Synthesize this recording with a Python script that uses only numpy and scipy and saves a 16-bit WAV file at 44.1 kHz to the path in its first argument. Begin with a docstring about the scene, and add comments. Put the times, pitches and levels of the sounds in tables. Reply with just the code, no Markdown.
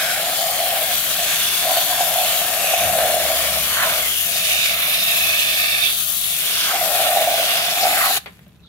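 """A hissing, splashing spray and hollow drumming: a garden hose plays on a plastic toy digger and wet concrete.
Water is random drop impacts, filtered to a colour each for mist, sizzle, splash, churn and spatter.
The toy's shell resonates under the drops, its cavities gush, and its bucket rings louder as it fills.
The jet shuts off, the nozzle clacks and spits, and the run-off drips and bubbles near a brick wall.
A faint trickle, a low background, a wavering hum and a rumble lie underneath."""
import sys
import numpy as np
from scipy import signal
from scipy.fft import rfft, irfft, next_fast_len
from scipy.io import wavfile
from scipy.ndimage import uniform_filter1d

SR = 44100
rng = np.random.default_rng(int(sys.argv[2]) if len(sys.argv) > 2 else 0)


def wrap_up_sound(samples):
    """Save the sound to the file named by the first command line argument, as 16-bit audio."""
    columns = np.atleast_2d(samples).T
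    # keep every value between -1 and 1, then stretch to whole-number steps
    tamed = np.clip(columns, -1, 1)
    steps = np.round(tamed * 32767).astype(np.int16)
    wavfile.write(sys.argv[1], SR, steps)


N = 382788
SIZE = next_fast_len(N + SR // 4)  # room for filters to ring out
T, HZ = np.arange(N) / SR, np.fft.rfftfreq(SIZE, 1 / SR)

# low outdoor background: (frequency [Hz], spectral level [dB per Hz])
YARD_COLOUR = [(20, -26), (40, -24), (65, -3.5), (85, -9), (140, -1), (185, 1), (240, -10.5), (350, -17.5),
               (700, -25), (2000, -33), (16000, -61)]
# wavering hum: (time [s], level [dB])
HUM_LEVEL = [(0, -64), (.6, -59), (.9, -54), (2.7, -57), (3.5, -41.5), (3.9, -50.5), (5.8, -53), (7.7, -60)]
# low rumble as the jet crosses the toy: (time [s], level [dB])
RUMBLE_LEVEL = [(0, -56), (2.76, -51), (2.87, -33), (3.02, -47), (3.7, -47.5), (4.3, -52.5), (8.68, -69)]
# the nozzle's clack and the last drops: (time [s], level [dB], decay by 60 dB [s])
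CLACK_HITS = [(8.259, -28.5, 0.045), (8.27, -38, 0.06), (8.391, -42.5, .02), (8.463, -50, 0.035)]
# colour of a clack: (frequency [Hz], level [dB])
CLACK_COLOUR = [(150, -22), (500, 4), (1300, 1), (2800, 4), (4500, -10), (7000, -29), (15000, -26)]
# bubbles in the run-off: (time [s], starting pitch [Hz], level [dB], decay by 60 dB [s])
BUBBLE_PINGS = [(8.212, 3580, -41.5, 0.037), (8.466, 600, -43, 0.035), (8.594, 2600, -53, .05),
                (8.648, 1350, -51, .05)]
# the puddle drains with a last squelch:
# (time [s], half length [s], frequency [Hz], width [Hz], level [dB], left minus right [dB])
DRAIN_SQUELCH = [(8.663, 0.032, 3720, 504, -55, -2)]
# last spits of the nozzle: (time [s], level [dB])
NOZZLE_SPITS = [(8.259, -46), (8.392, -50), (8.482, -57)]
# the bucket's resonances: (frequency [Hz], width [Hz], left level [dB], right level [dB])
BUCKET_MODES = [(1210, 78, -13, -8.5), (1770, 230, -4.5, -9), (2320, 230, -1.5, -4.5),
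                (2583, 240, -20, 4.5), (3620, 150, -5, 3.5)]
# hollow gushes where the jet catches a cavity of the toy:
# (time [s], half length [s], frequency [Hz], width [Hz], level [dB], left minus right [dB])
CAVITY_GUSHES = [(.06, 0.11, 1540, 220, -31, 5), (1.48, 0.18, 3500, 200, -33.5, -17),
                 (1.85, 0.42, 1020, 220, -39, -7), (2.7, 0.13, 2600, 340, -29, -8),
                 (3.35, 0.5, 3350, 140, -38, -14), (3.805, 0.085, 1080, 180, -27.5, -4),
                 (3.808, 0.046, 1466, 330, -24, 0), (3.822, .035, 1800, 297.7, -23.5, -3),
                 (4.06, 0.037, 2116, 200, -31.5, -8), (4.16, .11, 2950, 520, -32, -8),
                 (4.68, 0.1, 2300, 380, -31.5, 1), (5.3, .2, 2550, 230, -29.5, -6),
                 (5.85, 0.049, 3540, 301.5, -23, -16), (6.33, 0.043, 3540, 297, -33, -10),
                 (6.705, .028, 1400, 1000, -26.5, -6), (7.53, .22, 2700, 1099, -33, 4),
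                 (8.0, 0.077, 1950, 900, -27.5, -3), (8.03, 0.067, 1265, 500, -24.5, -9.5),
                 (8.11, 0.081, 4000, 750, -28.5, -10)]
# the jet breaks up on thin plastic edges: (lands [s], leaves [s], level [dB])
EDGE_SPATTERS = [(3.86, 4.017, -36), (4.327, 4.746, -35.5), (4.898, 5.9, -37.5), (6.52, 6.667, -31.5),
                 (7.313, 7.76, -34), (7.8, 7.876, -29.5)]
# colour of the spatter: (frequency [Hz], left level [dB], right level [dB])
SPATTER_COLOUR = [(2000, -15, -22), (3880, -2, 2), (5450, 5, 0), (5960, -1, -19), (8960, -31, -39)]
# resonance of the toy's hollow shell at rest: (frequency [Hz], level [dB])
SHELL_COLOUR = [(150, -47), (300, -31.5), (420, -34.5), (520, -12.5), (600, -5.5), (655, 1.5), (690, 3),
                (740, -2), (800, -7.5), (900, -24), (1080, -27.5), (1600, -26)]
# water covers and uncovers the shell's openings, moving its resonance: (time [s], frequency [Hz])
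SHELL_PITCH = [(0, 704.7), (1.5, 688), (2.05, 712.4), (3.05, 686.6), (3.43, 666), (5.9, 684), (6.9, 704),
               (7.4, 675), (8.0, 738)]
# heavy slugs of water on the shell: (time [s], peak level [dB])
SHELL_SLAPS = [(1.715, -13), (1.769, -15), (2.007, -10), (2.029, -14.5), (2.736, -12), (2.985, -11.5),
               (7.170, -7), (7.273, -13), (7.851, -10), (7.867, -9), (8.107, -15), (8.171, -22)]
# passes of the jet over the shell: (lands [s], hits squarely [s], leaves [s],
# level when square [dB], change in level at either end [dB])
SHELL_PASSES = [(0.01, 0.737, 0.95, -25, -6), (1.026, 1.204, 1.41, -30.5, -8.5),
                (1.652, 1.741, 1.805, -25.5, 3), (1.878, 2.015, 2.28, -25.5, -3),
                (2.24, 2.524, 2.68, -28, -5.5), (2.61, 3.036, 3.33, -17, -11),
                (3.143, 3.3, 3.585, -28.5, 1), (3.797, 3.844, 4.05, -27, -7.5),
                (6.713, 7.25, 7.45, -19, -7), (7.467, 7.6, 7.8, -29, -1), (7.8, 7.86, 8.02, -20.5, -7.5),
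                (8.02, 8.084, 8.1, -24, -4)]
# the jet on the ground: (time [s], churning level [dB], splash level [dB])
GROUND_LEVEL = [(0, -27.5, -30), (.6, -35, -31.5), (1.4, -32.5, -29), (2.2, -34, -28.5), (3.0, -31, -32.5),
                (3.92, -29, -28.5), (4.15, -37, -32.5), (4.6, -34, -26.5), (5.86, -36.5, -28),
                (5.98, -41, -32.5), (6.21, -42.5, -33), (6.64, -31.5, -27), (6.8, -31.5, -31.5),
                (7.15, -29.5, -29.5), (7.5, -28, -27.5), (7.7, -30.5, -30), (8.16, -29.5, -29)]
# the jet's place: (time [s], mean delay at the right microphone [ms])
JET_DELAY = [(2.8, 0.053), (4.2, 0.15), (6.2, .22), (6.7, 0.065), (7.3, 0.15)]
# the spray thrown off: (time [s], fine mist level [dB], coarser sizzle level [dB])
SPRAY_LEVEL = [(0.03, -28.5, -30.5), (.7, -27, -31), (1.5, -26.5, -28.5), (1.95, -25.5, -29),
               (4.28, -26.5, -29.5), (4.69, -27.5, -28.5), (4.82, -27, -35.5), (5.17, -24.7, -30.5),
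               (5.8, -27.5, -32), (6.0, -25, -32), (6.77, -28.5, -29.5), (6.88, -24.5, -29.5),
               (7.68, -29, -32), (7.86, -26, -30)]
# colours of the impacts, fine to heavy: (frequency [Hz], left level [dB], right level [dB])
MIST_COLOUR = [(6000, -23, -23), (9000, -10.5, -22), (10330, -5, -14), (10870, 2, -17.5),
               (12740, -2, -12.5), (13200, -3, -18), (14100, -7.5, -15), (15000, -3, -12), (16000, -6, -21)]
SIZZLE_COLOUR = [(2470, -2.5, -26), (4530, -1.5, -7.5), (5400, -0.5, -12.5), (6500, -1, -11.5),
                 (8750, 2.5, -12), (9970, 1, -15), (12900, -16.5, -34)]
SPLASH_COLOUR = [(1000, -52, -51), (2150, -38, -8), (3020, -11.5, 0.5), (3620, -16, 1), (4220, -11.5, -4.5),
                 (4620, -14.5, -11), (5300, -8, -16.5), (6540, -30, -29)]
CHURN_COLOUR = [(100, -17, -27), (300, -12.5, -10), (850, -6, -5.5), (947, -16, -3), (1160, -7, 2),
                (1580, -1, 2), (1850, 1, 2.5), (1970, -11.5, 1), (2240, -1.5, 3), (3070, -3, -2.5),
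                (4640, -14, -21), (8000, -47, -32)]
# resonances of the two microphone ports: (frequency [Hz], width [Hz], level [dB])
LEFT_PORT_MODES = [(4460, 180, 6.5), (6150, 190, 6), (6830, 180, 6.5), (11940, 88, 9.5), (12650, 130, 4.5),
                   (14800, 150, 5), (15300, 200, 3)]
RIGHT_PORT_MODES = [(3240, 114, -3.5), (3390, 190, 2.5), (6270, 1300, 4.5), (12450, 250, 5)]

SHUT_S = 8.178  # the jet stops
BUCKET_IN_S, BUCKET_OUT_S = 4.26, 5.89  # the jet stays in the bucket
BUCKET_DB, FILL_DB_PER_S = -33, 5.5  # level as the jet enters, and its rise as the bucket fills
ARM_DB, ARM_DB_PER_S = -37, -2.5  # drumming that the arm carries to the shell; the filling bucket damps it
STRAY_DB = -8.3  # water thrown from the puddle onto the shell, against the churning
SWEEP_S = 0.022  # time constant of the jet's edge crossing onto or off a surface
DRIPS_DB, DRIPS_DB_PER_S = -59, -30  # water dripping off the toy after the jet stops
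SPIT_T60 = 0.02  # decay of a spit by 60 dB [s]
GUSH_SAG = .38  # sinking of a gush in one half length, as a share of its width (taken as 500 Hz at most)
SHELL_REST_HZ = 690
EDGE_HZ = 15800  # upper band limit


def amp(db):
    """Level in decibels as an amplitude ratio."""
    return 10 ** (np.asarray(db) / 20)


def unit(x):
    """Normalises a sound so that the mean of its channels has rms 1."""
    return x / np.sqrt(np.mean(np.atleast_2d(x).mean(0) ** 2) + 1e-20)


def curve(rows, axis=1):
    """Linear interpolation of one column of a time table at every sample."""
    rows = np.array(rows)
    return np.interp(T, rows[:, 0], rows[:, axis])


def spectrum(rows):
    """Gain against log frequency, one row per dB column, rolled off beyond both ends of the table."""
    f, *columns = np.transpose(rows)
    below = np.minimum(HZ / f[0], 1)
    above = np.minimum(f[-1] / (HZ + 1), 1) ** 2
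    return below * above * amp([np.interp(np.log(HZ + 1), np.log(f), c) for c in columns])


def bell(hz, width):
    """Resonance curve: 1 at its centre and one half at half a width to either side."""
    return 1 / (1 + (2 * (HZ - hz) / width) ** 2)


def colour(x, gain):
    """Linear filtering: the spectrum of a sound times a gain per frequency."""
    return irfft(rfft(x, SIZE) * gain, SIZE)[..., :N]


def wander(rate_hz):
    """Slow random fluctuation of rms 1, up to about the given rate."""
    count = int(2 * rate_hz * T[-1]) + 2
    steps = rng.standard_normal(count)
    return unit(np.interp(T * 2 * rate_hz, np.arange(count), steps))


def drops(per_s, spread_db, patch_ms):
    """Random impacts over a patch: scattered delays at the right keep bass alike and make treble differ."""
    chance, size, place, sign = rng.random((4, N))
    at = np.flatnonzero(chance < per_s / SR)
    size_db = spread_db * np.minimum(-np.log(1 - size[at]), 3.5)
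    hit = np.sign(sign[at] - .5) * amp(size_db)
    offset = 2 * place[at] - 1
    scatter_ms = -patch_ms * np.sign(offset) * np.log(1 - abs(offset) + 1e-9)
    delay_ms = curve(JET_DELAY)[at] + scatter_ms
    later = np.clip(at + np.round(delay_ms * SR / 1000).astype(int), 0, N - 1)
    return np.array([np.bincount(at, hit, N), np.bincount(later, hit, N)])


def add(mix, s, sound):
    """Superposes a sound on the mix, in place, from time s."""
    part = mix[..., round(s * SR):][..., :sound.shape[-1]]
    part += sound[..., :part.shape[-1]]


def bend(x, shift_hz):
    """Single-sideband shift: the analytic signal, turned in phase, moves every resonance by the same Hz."""
    length = len(shift_hz)
    analytic = signal.hilbert(x, next_fast_len(length))[..., :length]
    return (analytic * np.exp(2j * np.pi * np.cumsum(shift_hz) / SR)).real


def contact(lands, leaves):
    """Share of the jet on a surface, 0-1, as its edge sweeps on and off again."""
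    on = (1 + np.tanh((T - lands) / SWEEP_S)) / 2
    off = (1 - np.tanh((T - leaves) / SWEEP_S)) / 2
    return on * off


def gushes(rows, rough_db=1.5):
    """Ragged drop noise excites a hollow's resonance, which sinks in pitch as the water moves on."""
    out = np.zeros((2, N))
    patter = drops(per_s=3000, spread_db=-0.5, patch_ms=.06) * amp(rough_db * wander(rate_hz=35))
    for s, half, hz, width, db, pan_db in rows:
        near = abs(T - s) < 3 * half
        along = (T[near] - s) / half
        b, a = signal.iirpeak(hz, hz / width, SR)
        once = signal.lfilter(b, a, patter[:, near])
        ring = signal.lfilter(b, a, once)
        ring = bend(ring, -GUSH_SAG * min(width, 500) * along)
        out[:, near] += unit(ring * amp([[pan_db], [0]])) * amp(db) * np.exp(-along ** 2)
    return out


def walls(x, t60=0.19, dull_hz=6000):
    """Reverberation: a decaying tail of sparse echoes from the brickwork, duller than the direct sound."""
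    t = T[:SR // 2]
    sparse = (rng.random((2, len(t))) < .1) * (t > .004)
    taps = rng.standard_normal((2, len(t))) * sparse * amp(-60 * t / t60)
    tail = signal.fftconvolve(x, taps / np.linalg.norm(taps[0]), axes=1)[:, :N]
    return colour(tail, 1 / np.sqrt(1 + (HZ / dull_hz) ** 2))


def floor():
    """Partly correlated noise: a common part and weaker independent parts make a wide background."""
    common, left, right = rng.standard_normal((3, N))
    return amp(-49) * unit(colour(common + 0.36 * np.array([left, right]), spectrum(YARD_COLOUR)))


def hum():
    """Frequency modulation: a low sine whose pitch wavers slightly."""
    phase = 2 * np.pi * np.cumsum(70.5 + 1.21 * wander(rate_hz=6.6)) / SR
    return amp(curve(HUM_LEVEL)) * np.sqrt(2) * np.sin(phase)


def rumble():
    """Noise through two broad low resonances."""
    noise = rng.standard_normal(N)
    return amp(curve(RUMBLE_LEVEL)) * unit(colour(noise, bell(83, 45) + 1.4 * bell(175, 90)))


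def yard():
    """Superposition of the background, the hum and the rumble; the last two lean to the left."""
    return floor() + (hum() + rumble()) * amp([[1.3], [-1.3]])


def clacks():
    """Short impacts: coloured noise with a fast onset and exponential decay."""
    out, t = np.zeros((2, N)), T[:SR // 5]
    grit = unit(colour(drops(per_s=15000, spread_db=1.0, patch_ms=0.093), spectrum(CLACK_COLOUR)))
    for s, db, t60 in CLACK_HITS:
        burst = grit[:, round(s * SR):][:, :len(t)]
        add(out, s, burst * amp(db - 60 * t / t60) * np.minimum(t / 0.0015, 1))
    return out


def bubbles():
    """Bubble oscillation: decaying sines that rise slightly in pitch."""
    out, t = np.zeros((2, N)), T[:SR // 5]
    for s, hz, db, t60 in BUBBLE_PINGS:
        ping = np.sin(2 * np.pi * hz * t * (1 + 0.44 * t)) * np.minimum(t / 0.0018, 1)
        add(out, s, amp(db - 60 * t / t60) * ping)
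    return out


def dripping():
    """Sparse impacts that die away exponentially once the jet has stopped."""
    level = amp(DRIPS_DB + DRIPS_DB_PER_S * np.maximum(T - SHUT_S, 0)) * (T > SHUT_S)
    gain = amp(-6) * spectrum(SIZZLE_COLOUR) + spectrum(CHURN_COLOUR)
    return level * unit(colour(drops(per_s=80, spread_db=3.0, patch_ms=.1), gain))


def trickle():
    """Sparse impacts at a steady, very low level throughout."""
    return amp(-72) * unit(colour(drops(per_s=120, spread_db=1.5, patch_ms=0.16), spectrum(SPLASH_COLOUR)))


def run_off():
    """Direct and reflected sound of clacks, bubbles and drips, with the dry trickle and squelch."""
    out = clacks() + bubbles() + dripping()
    return out + amp(-1.5) * walls(out, dull_hz=2400) + trickle() + gushes(DRAIN_SQUELCH)


def spits():
    """Exponential bursts of drop noise: the closed nozzle lets go a few tiny puffs of mist."""
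    puffs = np.zeros(N)
    for s, db in NOZZLE_SPITS:
        add(puffs, s, amp(db - 60 * T[:SR // 5] / SPIT_T60))
    return puffs * unit(colour(drops(per_s=9000, spread_db=6.5, patch_ms=.05), spectrum(MIST_COLOUR)))


def bucket():
    """Forced resonance: drops ring the bucket, and sloshing water sways its pitch and level together."""
    power = sum(amp([[l], [r]]) ** 2 * bell(hz, width) ** 2 for hz, width, l, r in BUCKET_MODES)
    filling = amp(BUCKET_DB + FILL_DB_PER_S * (T - BUCKET_IN_S)) * contact(BUCKET_IN_S, BUCKET_OUT_S)
    ring = unit(colour(drops(per_s=3000, spread_db=4.0, patch_ms=0.062), np.sqrt(power))) * filling
    slosh = wander(rate_hz=9)
    return bend(ring * amp(0.55 * slosh), 36 * slosh)


def cavities():
    """Cavity resonance: the bucket rings and other hollows gush as the jet passes them."""
    return bucket() + gushes(CAVITY_GUSHES)


def spatter():
    """Jet break-up: fewer drops crackle in uneven bursts where the jet splits on an edge."""
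    strength = sum(amp(db) * contact(lands, leaves) for lands, leaves, db in EDGE_SPATTERS)
    crackle = unit(colour(drops(per_s=2200, spread_db=2.5, patch_ms=0.042), spectrum(SPATTER_COLOUR)))
    return crackle * strength * amp(2.8 * wander(rate_hz=35))


def drumming():
    """Incoherent addition: direct passes, stray water and the shaking bucket sum in power."""
    arm = amp(ARM_DB + ARM_DB_PER_S * (T - BUCKET_IN_S)) * contact(BUCKET_IN_S, BUCKET_OUT_S)
    power = amp(curve(GROUND_LEVEL, axis=1) + STRAY_DB) ** 2 + arm ** 2
    for lands, square, leaves, db, glancing_db in SHELL_PASSES:
        off_centre = np.interp(T, [lands, square, leaves], [1, 0, 1])
        power = power + amp(db + glancing_db * off_centre) ** 2 * contact(lands, leaves)
    return np.sqrt(power)


def slaps():
    """Impulse response: each slug of water swells and decays as a sine at the shell's resonance."""
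    out, t = np.zeros(N), T[:SR // 20]
    swell = t / 0.0026  # peaks at 2.6 ms
    for s, db in SHELL_SLAPS:
        tone = np.sin(2 * np.pi * (SHELL_REST_HZ * t + rng.random()))
        add(out, s, amp(db) * swell * np.exp(1 - swell) * tone)
    return out


def shell():
    """Forced resonance: drops and slaps excite the hollow shell, whose pitch shifts as it is covered."""
    patter = drops(per_s=1800, spread_db=1.5, patch_ms=0)[0]
    drum = unit(colour(patter, spectrum(SHELL_COLOUR))) * drumming() * amp(1.0 * wander(rate_hz=16))
    shift_hz = curve(SHELL_PITCH) - SHELL_REST_HZ + 9 * wander(rate_hz=9)
    return bend(drum + slaps(), shift_hz) * amp([[-.4], [.4]])


def drift(x, patchy_db=1.77):
    """Time-varying filtering: as the jet sweeps over uneven ground, faint resonances come and go."""
    z = signal.stft(x, nperseg=1024)[2]
    patches = rng.standard_normal(z.shape[1:])
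    for _ in range(2):
        patches = uniform_filter1d(patches, size=6, axis=0)  # across frequency
        patches = uniform_filter1d(patches, size=14, axis=1)  # across time
    return signal.istft(z * amp(patchy_db * patches / patches.std()), nperseg=1024)[1][:, :N]


def mist(flutter):
    """Dense impacts of the finest drops give a high hiss."""
    hiss = unit(colour(drops(per_s=12000, spread_db=4.0, patch_ms=.04), spectrum(MIST_COLOUR)))
    return hiss * amp(curve(SPRAY_LEVEL, axis=1) + 0.56 * flutter)


def sizzle(flutter):
    """Dense impacts of coarser spray give a lower, wider hiss."""
    hiss = unit(colour(drops(per_s=10000, spread_db=2.0, patch_ms=.05), spectrum(SIZZLE_COLOUR)))
    return hiss * amp(curve(SPRAY_LEVEL, axis=2) + 0.66 * flutter)


def splash(flutter):
    """Impacts on concrete, coloured in the middle treble, with a slow unevenness of their own."""
    impacts = unit(colour(drops(per_s=7000, spread_db=2.5, patch_ms=.045), spectrum(SPLASH_COLOUR)))
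    return impacts * amp(curve(GROUND_LEVEL, axis=2) + 0.84 * flutter + 0.79 * wander(rate_hz=8))


def churn(flutter):
    """Impacts in the puddle, coloured lower, with an unevenness of their own."""
    impacts = unit(colour(drops(per_s=4500, spread_db=2.5, patch_ms=.06), spectrum(CHURN_COLOUR)))
    return impacts * amp(curve(GROUND_LEVEL, axis=1) + 0.51 * flutter + 1.05 * wander(rate_hz=15))


def water():
    """Common modulation: mist, sizzle, splash and churn share the flutter of the breaking jet."""
    flutter = wander(rate_hz=25)
    return drift(mist(flutter) + sizzle(flutter) + splash(flutter) + churn(flutter))


def scene():
    """Excitation and decay: the jet runs until the valve shuts; the water still in the air then settles."""
    since = np.maximum(T - SHUT_S, 0)
    valve = amp(-60 * since / 0.043)
    settling = np.maximum(valve, amp(-29.5 - 44 * since))
    near = (water() + spatter() + cavities()) * settling + shell() * valve
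    return near + amp(-14.0) * walls(near) + run_off() + spits() + yard()


def record(dry):
    """Port resonance: the microphone ports colour the treble; a low-pass then limits the band."""
    ports = (LEFT_PORT_MODES, RIGHT_PORT_MODES)
    ports_db = np.array([sum(db * bell(hz, width) for hz, width, db in port) for port in ports])
    heard = colour(dry, amp(ports_db))
    low_pass = signal.firwin(511, EDGE_HZ, window=("kaiser", 9), fs=SR)
    return signal.oaconvolve(heard, low_pass[None], "same")


dry = scene()
out = record(dry)
wrap_up_sound(out)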